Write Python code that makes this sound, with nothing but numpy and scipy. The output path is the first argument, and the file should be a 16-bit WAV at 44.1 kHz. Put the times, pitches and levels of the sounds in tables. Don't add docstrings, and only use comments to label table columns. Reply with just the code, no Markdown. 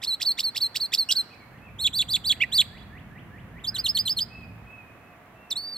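import sys
import numpy as np
from scipy import signal
from scipy.fft import rfft, irfft, next_fast_len
from scipy.io import wavfile
from scipy.ndimage import uniform_filter1d, map_coordinates

SR = 44100
rng = np.random.default_rng(int(sys.argv[2]) if len(sys.argv) > 2 else 0)


def unload_audio(sound):
    columns = np.transpose(np.atleast_2d(sound))
    steps = np.round(np.clip(columns, -1, 1) * 32767)
    wavfile.write(sys.argv[1], SR, steps.astype(np.int16))


N = 254456

# (frequency [Hz], time to decay by 60 dB [s])
GARDEN_DECAY = [(1500, 0.753), (4500, 0.83), (9000, 0.56), (15000, 0.48)]


def mockingbird(level_db=0.22, twigs_t60=0.11, garden_db=-27):
    # (delay [s], gain [dB])
    reflections = [(.0042, -19.5), (.0096, -15.5), (.225, -42.5)]
    # (frequency [Hz], gain [dB])
    twig_gain = [(2000, -30), (4500, -18.5), (8000, -11), (14000, -8)]
    voice = amp(level_db) * sing([*whips(), *slurs(), *arches(), *vees(), *chup(), *fall_and_whistle()])
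    paths = filtered(voice, lambda hz: 1 + sum(amp(db) * np.exp(-2j * np.pi * hz * delay)
                                               for delay, db in reflections))
    twigs = coloured(scatter(voice, [(4000, twigs_t60)]), twig_gain)
    garden = amp(garden_db) * scatter(voice, GARDEN_DECAY)
    return filtered(paths + twigs + garden, port_response)


def whips():
    # (time from the apex [s], pitch [Hz])
    glide = [(-.025, 1620), (-.014, 1980), (-.007, 2870), (-.003, 4890), (0, 5860), (.004, 4300),
             (.009, 3100)]
    run_up = [(-.032, 2600), (-.023, 2970), (-.017, 2750), (-.008, 3340)]
    # (time [s], level [dB], duration [ratio])
    chirps = [(0.0442, -22, 1.08), (0.225, -20, 1.06), (.401, -19, 1.16), (.574, -18.5, 1.08),
              (0.767, -17.5, .9), (.945, -15.5, 1.044)]
    for s, db, stretch in chirps:
        yield s, db, syllable(*gesture(glide, stretch), attack_s=.027, release_s=.0068,
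                              swell_db_per_s=328, second_db=-14.5, second_db_per_octave=-9.5,
                              rasp_db=4, rasp_growth=.55, catch_db=-4.5)
    stepped = run_up + glide[3:]
    yield 1.1195, -16.5, syllable(*gesture(stepped), attack_s=.005, release_s=.0047, swell_db_per_s=280,
                                  second_db=-13.5, second_db_per_octave=-9, rasp_db=3,
                                  catch_s=-.002, catch_db=-1.5)


def slurs(hook_s=.049, end_s=.057, hook_db_per_hz=.007):
    # (time from the crest [s], pitch [Hz])
    glide = [(-.019, 3620), (-.01, 4270), (0, 4620), (.009, 4460), (.021, 4230), (.041, 4120)]
    # (time [s], level [dB], duration [ratio], pitch [ratio], swell [dB/s], hook height [Hz], rasp [dB])
    notes = [(.085, -21, 1.164, .96, -0.5, 379, -1), (0.268, -17.5, 1.04, 1, -89.5, 380, -2),
             (.446, -17.5, 0.95, 1.003, -150, -3, -5), (.621, -16.5, 0.93, 0.99, -78, 220, 0.5),
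             (.816, -19.5, .92, 0.999, -150, 397, -1), (.99, -16.5, 0.89, 1.002, -190, 0, -3.5),
             (1.169, -17.5, .95, 0.99, -58, 82, -2.5)]
    settled_hz = glide[-1][1]
    for s, db, stretch, pitch, swell, hook_hz, rasp_db in notes:
        hooked = glide + [(hook_s, settled_hz + hook_hz), (end_s, settled_hz - hook_hz)]
        yield s, db, syllable(*gesture(hooked, stretch, pitch), attack_s=.023, release_s=.01,
                              swell_db_per_s=swell, second_db=-25.5, second_db_per_octave=1.5,
                              third_db=-2, flutter=.004, rasp_db=rasp_db, steady_rasp=.01,
                              glide_rasp=.002, catch_s=hook_s * stretch,
                              catch_db=hook_db_per_hz * hook_hz)


def arches():
    # (time from the trough [s], pitch [Hz])
    glide = [(-.078, 2800), (-.064, 3700), (-.033, 4848), (-.02, 4500), (-.008, 3400), (.006, 3352),
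             (.016, 4450), (.022, 2674), (.029, 1842)]
    # (time [s], level [dB], duration [ratio], pitch [ratio], pitch swing [ratio], swell [dB/s],
    #  flutter [relative])
    notes = [(1.856, -16, 0.94, 1, .75, 292.5, .006), (2.003, -17, 0.98, 1.02, 0.91, 181, .009),
             (2.147, -16.5, 0.84, 1.019, 0.96, 258, .008), (2.307, -15.5, 0.89, 0.99, 1, 221, .011),
             (2.595, -13.5, 1.02, 1.003, 0.99, 164, .017)]
    for s, db, stretch, pitch, swing, swell, flutter in notes:
        yield s, db, syllable(*gesture(glide, stretch, pitch, swing), attack_s=.014, release_s=.024,
                              swell_db_per_s=swell, second_db=-18, second_db_per_octave=11.5,
                              third_db=-4.5, flutter=flutter, rasp_db=-1.5,
                              catch_s=-.021, catch_db=-1, catch_width_s=.009)


def vees(creep_hz_per_s=24500, sag_hz=760, sag_s=.02):
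    # (trough time [s], level [dB], dive [s], climb [s], turn [s], start [Hz], trough [Hz],
    #  rebound [Hz], swell [dB/s])
    notes = [(3.656, -29.5, 0.018, 0.047, 0.014, 3920, 3130, 4440, 231.5),
             (3.77, -24.5, .029, .043, .013, 4160, 2828, 4470, 60),
             (3.8714, -20, 0.034, 0.042, .013, 4290, 2740, 4736, 103),
             (3.976, -18, .03, 0.044, .007, 4380, 3017, 4345, 11),
             (4.083, -19.5, .031, .05, .008, 4154, 2968, 4320, 80.5),
             (4.194, -22, .029, .045, .008, 4330, 3020, 4340, 13)]
    for s, db, dive_s, climb_s, turn_s, start_hz, trough_hz, rebound_hz, swell in notes:
        t = np.arange(-dive_s, climb_s, 1 / SR)
        dive = (start_hz - trough_hz) * np.tanh(-t / turn_s)
        sag = sag_hz * np.maximum(1 - (climb_s - t) / sag_s, 0) ** 2
        climb = (rebound_hz - trough_hz) * (1 - np.exp(-t / turn_s)) + creep_hz_per_s * t - sag
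        hz = trough_hz + np.where(t < 0, dive, climb)
        yield s, db, syllable(t, hz, attack_s=.011, release_s=.013, swell_db_per_s=swell,
                              second_db=-17.5, second_db_per_octave=-16, third_db=-2.5, rasp_db=2,
                              catch_s=.0071, catch_db=-13, catch_width_s=.49 * turn_s)


def chup(at_s=2.4315):
    # (time from the crest [s], pitch [Hz])
    low_glide = [(-.029, 1967), (-.009, 2414), (0, 2903), (.007, 1930), (.018, 2010)]
    high_glide = [(-.031, 2606), (-.021, 3000), (-.002, 4050)]
    yield at_s, -10.3, syllable(*gesture(low_glide), attack_s=.03, release_s=.016, swell_db_per_s=1.5,
                                second_db=-34, rasp_db=-14, catch_db=-12.5)
    yield at_s, -25.3, syllable(*gesture(high_glide), attack_s=.01, release_s=.016, swell_db_per_s=2.5,
                                second_db=-23, second_db_per_octave=4, rasp_db=-4.5)


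def fall_and_whistle(fall_s=5.512, fall_db=-18.5, whistle_db=3.5):
    # (time from the note's peak [s], pitch [Hz])
    fall_glide = [(-.009, 5980), (-.004, 5670), (0, 4290), (.006, 3850), (.022, 3390)]
    # (time [s], pitch [Hz], relative level [dB])
    whistle_course = [(5.555, 3607, -37), (5.569, 4090, -28.5), (5.577, 4390, -30), (5.605, 4477, -36),
                      (5.673, 4640, -36.5), (5.735, 4656, -37), (5.757, 4304, -39.5), (5.77, 4223, -32)]
    yield fall_s, fall_db, syllable(*gesture(fall_glide), attack_s=.018, release_s=.0054,
                                    swell_db_per_s=-450, second_db=-19.5, second_db_per_octave=-3.5,
                                    rasp_db=4.5)
    s, hz, db = np.transpose(whistle_course)
    t, whistle = syllable(s, hz, attack_s=.0035, release_s=.001, swell_db_per_s=0,
                          second_db=-19.5, second_db_per_octave=-8, rasp_db=-8)
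    yield 0, whistle_db, (t, whistle * amp(np.interp(t, s, db)))


def gesture(glide, stretch=1, pitch=1, swing=1):
    s, hz = np.transpose(glide)
    centre = np.interp(0, s, hz)
    return s * stretch, pitch * centre * (hz / centre) ** swing


def syllable(s, hz, second_db=-42, second_db_per_octave=0, third_db=-9, flutter=.008, flutter_hz=240,
             waver_db=1.33, rasp_db=-20, steady_rasp=.013, glide_rasp=.001, rasp_growth=.7, **envelope):
    t = np.arange(s[0], s[-1], 1 / SR)
    chance = lambda rate: wobble(rate, size=len(t))
    contour = uniform_filter1d(np.interp(t, s, hz), size=90, mode="nearest")
    speed = abs(np.gradient(np.log(contour))) * SR
    jitter = (.0023 + .00025 * speed) * chance(899.4)
    vibrato = flutter * np.sin(2 * np.pi * flutter_hz * t) * (1 + chance(43) / 2)
    drift = .003 * chance(39.1)
    pitch = contour * (1 + drift + amp(rasp_db) * (jitter + vibrato))
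    phase = 2 * np.pi * np.cumsum(pitch) / SR
    overtones = np.sin(2 * phase) * amp(2 * chance(500))
    for k in range(3, 7):
        harmonic_db = third_db - 8 * (k - 3) + 4 * chance(900)
        overtones += amp(harmonic_db) * np.sin(k * phase) * (k * pitch < SR / 2)
    overtone_gain = amp(second_db + second_db_per_octave * np.log2(contour / 4000))
    fade = np.clip(np.minimum(t - t[0], t[-1] - t) / .000986, 0, 1)
    shimmer_db = .5 * chance(200) + waver_db * chance(61.3)
    loudness = fade * amp(envelope_db(t, **envelope) + shimmer_db)
    tone = loudness * np.sin(phase) + loudness ** .73 * overtone_gain * overtones
    rasp = amp(rasp_db) * loudness ** rasp_growth * (steady_rasp + glide_rasp * speed)
    return t, np.array([tone, rasp])


def envelope_db(t, attack_s, release_s, swell_db_per_s, catch_s=0, catch_db=0, catch_width_s=.0032,
                edge_db=22):
    attack = np.maximum(1 - (t - t[0]) / attack_s, 0) ** 2
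    release = np.maximum(1 - (t[-1] - t) / release_s, 0) ** 2
    catch = catch_db * np.exp(-((t - catch_s) / catch_width_s) ** 2)
    return swell_db_per_s * t - edge_db * (attack + release) + catch


def sing(song):
    # (frequency [Hz], relative spectral density [dB])
    rasp_spectrum = [(1000, -20.5), (2500, 4), (5000, 0), (8000, -2), (12000, 1.5), (16000, -8)]
    tracks = np.zeros((2, N + SR))
    for s, db, (t, sound) in song:
        start = max(round((s + t[0]) * SR), 0)
        tracks[:, start:start + len(t)] += amp(db) * sound
    tones, rasp_strength = tracks[:, :N]
    return tones + rasp_strength * unit(coloured(rng.standard_normal(N), rasp_spectrum))


def scatter(x, decay):
    hz, t, noise = signal.stft(rng.standard_normal((2, SR)), SR, nperseg=256)
    decay_db = -60 * t / along(decay, hz)[:, None]
    tail = signal.istft(noise * amp(decay_db), SR, nperseg=256)[1]
    return signal.fftconvolve(x[None], tail / np.linalg.norm(tail[0]), axes=1)[:, :N]


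def port_response(hz):
    # (frequency [Hz], gain [dB], left minus right [dB], left phase lead [rad])
    shading = [(2070, -5.5, -5.5, .1), (3200, 2, -3.5, 0.96), (4130, -0.5, -1.5, .6), (4850, 0.5, -5, 0.89),
               (6230, -5, -6.5, 1.18), (7610, 9.5, -10, 3.6), (8810, -2, 9, 5.24), (9500, -6.5, 14.5, 9.1),
               (9700, -10, -0.5, 6.9), (11800, -3, -3, 7.65), (13640, 5.5, -13, 8.8),
               (15500, -6.5, -11, 12.6)]
    gain_db, pan_db, lead = (along(shading, hz, column) for column in (1, 2, 3))
    left = amp(pan_db / 2) * np.exp(.5j * lead)
    pair = np.array([left, 1 / left])
    return amp(gain_db) * pair / np.sqrt(np.mean(abs(pair) ** 2, axis=0))


def far_birds(direct_db=-1.5, garden_db=-3, pan_db=-3):
    voice = sing([*far_rises(), *far_whistles()])
    pan = amp([[pan_db / 2], [-pan_db / 2]])
    return pan * (amp(direct_db) * voice + amp(garden_db) * scatter(voice, GARDEN_DECAY))


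def far_rises(lone_s=1.568, first_s=2.357, period_s=.2037, count=9):
    # (time from the bend [s], pitch [Hz])
    glide = [(-.075, 1583), (-.02, 1830), (0, 2041), (.012, 2600), (.034, 3665)]
    voicing = dict(attack_s=.017, release_s=.038, swell_db_per_s=130)
    yield lone_s, -52, syllable(*gesture(glide, stretch=.75), **voicing)
    for k, place in enumerate(np.linspace(-1, 1, count)):
        yield first_s + k * period_s, -47 - 2.5 * place ** 2, syllable(*gesture(glide), **voicing)


def far_whistles(crest_lead=.15):
    # (time [s], level [dB], duration [s], top pitch [Hz], droop towards the ends [Hz])
    whistles = [(1.156, -51.5, .14, 1568, 303), (1.323, -49.5, 0.054, 2564, 402.6),
                (1.417, -50, .05, 2280, 250), (1.656, -52, .1, 2654, 407), (3.755, -51, .11, 1575, 300),
                (4.374, -47, 0.16, 2596, 128), (4.495, -51, .04, 2540, 160),
                (4.743, -47.5, .17, 2587, 128.2), (4.875, -51, .04, 2540, 160),
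                (5.079, -61.5, 0.15, 2590, 129.9), (5.436, -56, 0.18, 2711, 172)]
    for s, db, length_s, top_hz, droop_hz in whistles:
        t = np.arange(-length_s / 2, length_s / 2, 1 / SR)
        hz = top_hz - droop_hz * (2 * t / length_s + crest_lead) ** 2
        yield s, db, syllable(t, hz, attack_s=.022, release_s=.012, swell_db_per_s=-10,
                              flutter=.002, waver_db=1.2)


def wind(calm_db=-57.98, gust_gain_db=12, start_s=1.31, rise_s=.49, end_s=5.09, fall_s=.6):
    # (frequency [Hz], relative spectral density [dB])
    rumble_spectrum = [(20, -23), (40, -13), (58, -2), (80, -4), (116, 1), (145, -5), (175, -3), (245, -9),
                       (300, -14.5), (450, -24), (700, -41), (1500, -120)]
    t = np.arange(N) / SR
    gust = np.clip(np.minimum((t - start_s) / rise_s, (end_s - t) / fall_s), 0, 1)
    rumble = rush(rumble_spectrum, width=[(30, -6.5), (120, -17), (400, -9)], pan_db=-1)
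    return amp(calm_db + gust_gain_db * gust) * rumble


def machine_hum():
    # (frequency [Hz], starting level [dB], final level [dB])
    partials = [(114, -62, -66.5), (650, -79.5, -65), (714.6, -67, -61.5), (1153, -76.5, -63)]
    t = np.arange(N) / SR
    hum = np.zeros(N)
    for hz, first_db, last_db in partials:
        level_db = np.linspace(first_db, last_db, N) + 2.035 * wobble(3.1)
        hum += amp(level_db) * np.sin(2 * np.pi * hz * t + 1.1 * wobble(12))
    return hum


def outdoor_air(level_db=-52.5):
    # (frequency [Hz], relative spectral density [dB])
    air_spectrum = [(100, -10.5), (230, 4), (400, -0.5), (700, 0), (1200, -2), (2000, -4.5), (2700, -11.5),
                    (3600, -21.5), (5000, -29), (9000, -31.5), (13500, -26), (16000, -32.5)]
    gain = amp(level_db + .4 * wobble(2.7))
    return gain * rush(air_spectrum, width=[(300, -14), (2000, -3), (6000, 2)], pan_db=-3)


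def rush(spectrum, width, pan_db):
    mid, side = coloured(rng.standard_normal((2, N)), spectrum)
    side = coloured(side, width)
    return unit(np.array([(mid + side) * amp(pan_db / 2), (mid - side) * amp(-pan_db / 2)]))


def amp(db):
    return 10 ** (np.asarray(db) / 20)


def unit(x):
    return x / np.sqrt(np.mean(x ** 2) + 1e-20)


def along(points, hz, column=1):
    table = np.transpose(points)
    return np.interp(np.log(hz + 1), np.log(table[0]), table[column])


def wobble(rate, size=N):
    knots = rng.standard_normal(int(size * rate / SR) + 4)
    return map_coordinates(knots, [np.arange(size) * rate / SR])


def filtered(x, response):
    size = next_fast_len(N + SR // 2)
    return irfft(rfft(x, size) * response(np.fft.rfftfreq(size, 1 / SR)), size)[..., :N]


def coloured(x, gains):
    return filtered(x, lambda hz: amp(along(gains, hz)))


def scene():
    return mockingbird() + far_birds() + wind() + machine_hum() + outdoor_air()


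def record(dry, top_hz=15800):
    return filtered(dry, lambda hz: hz < top_hz)


dry = scene()
out = record(dry)
unload_audio(out)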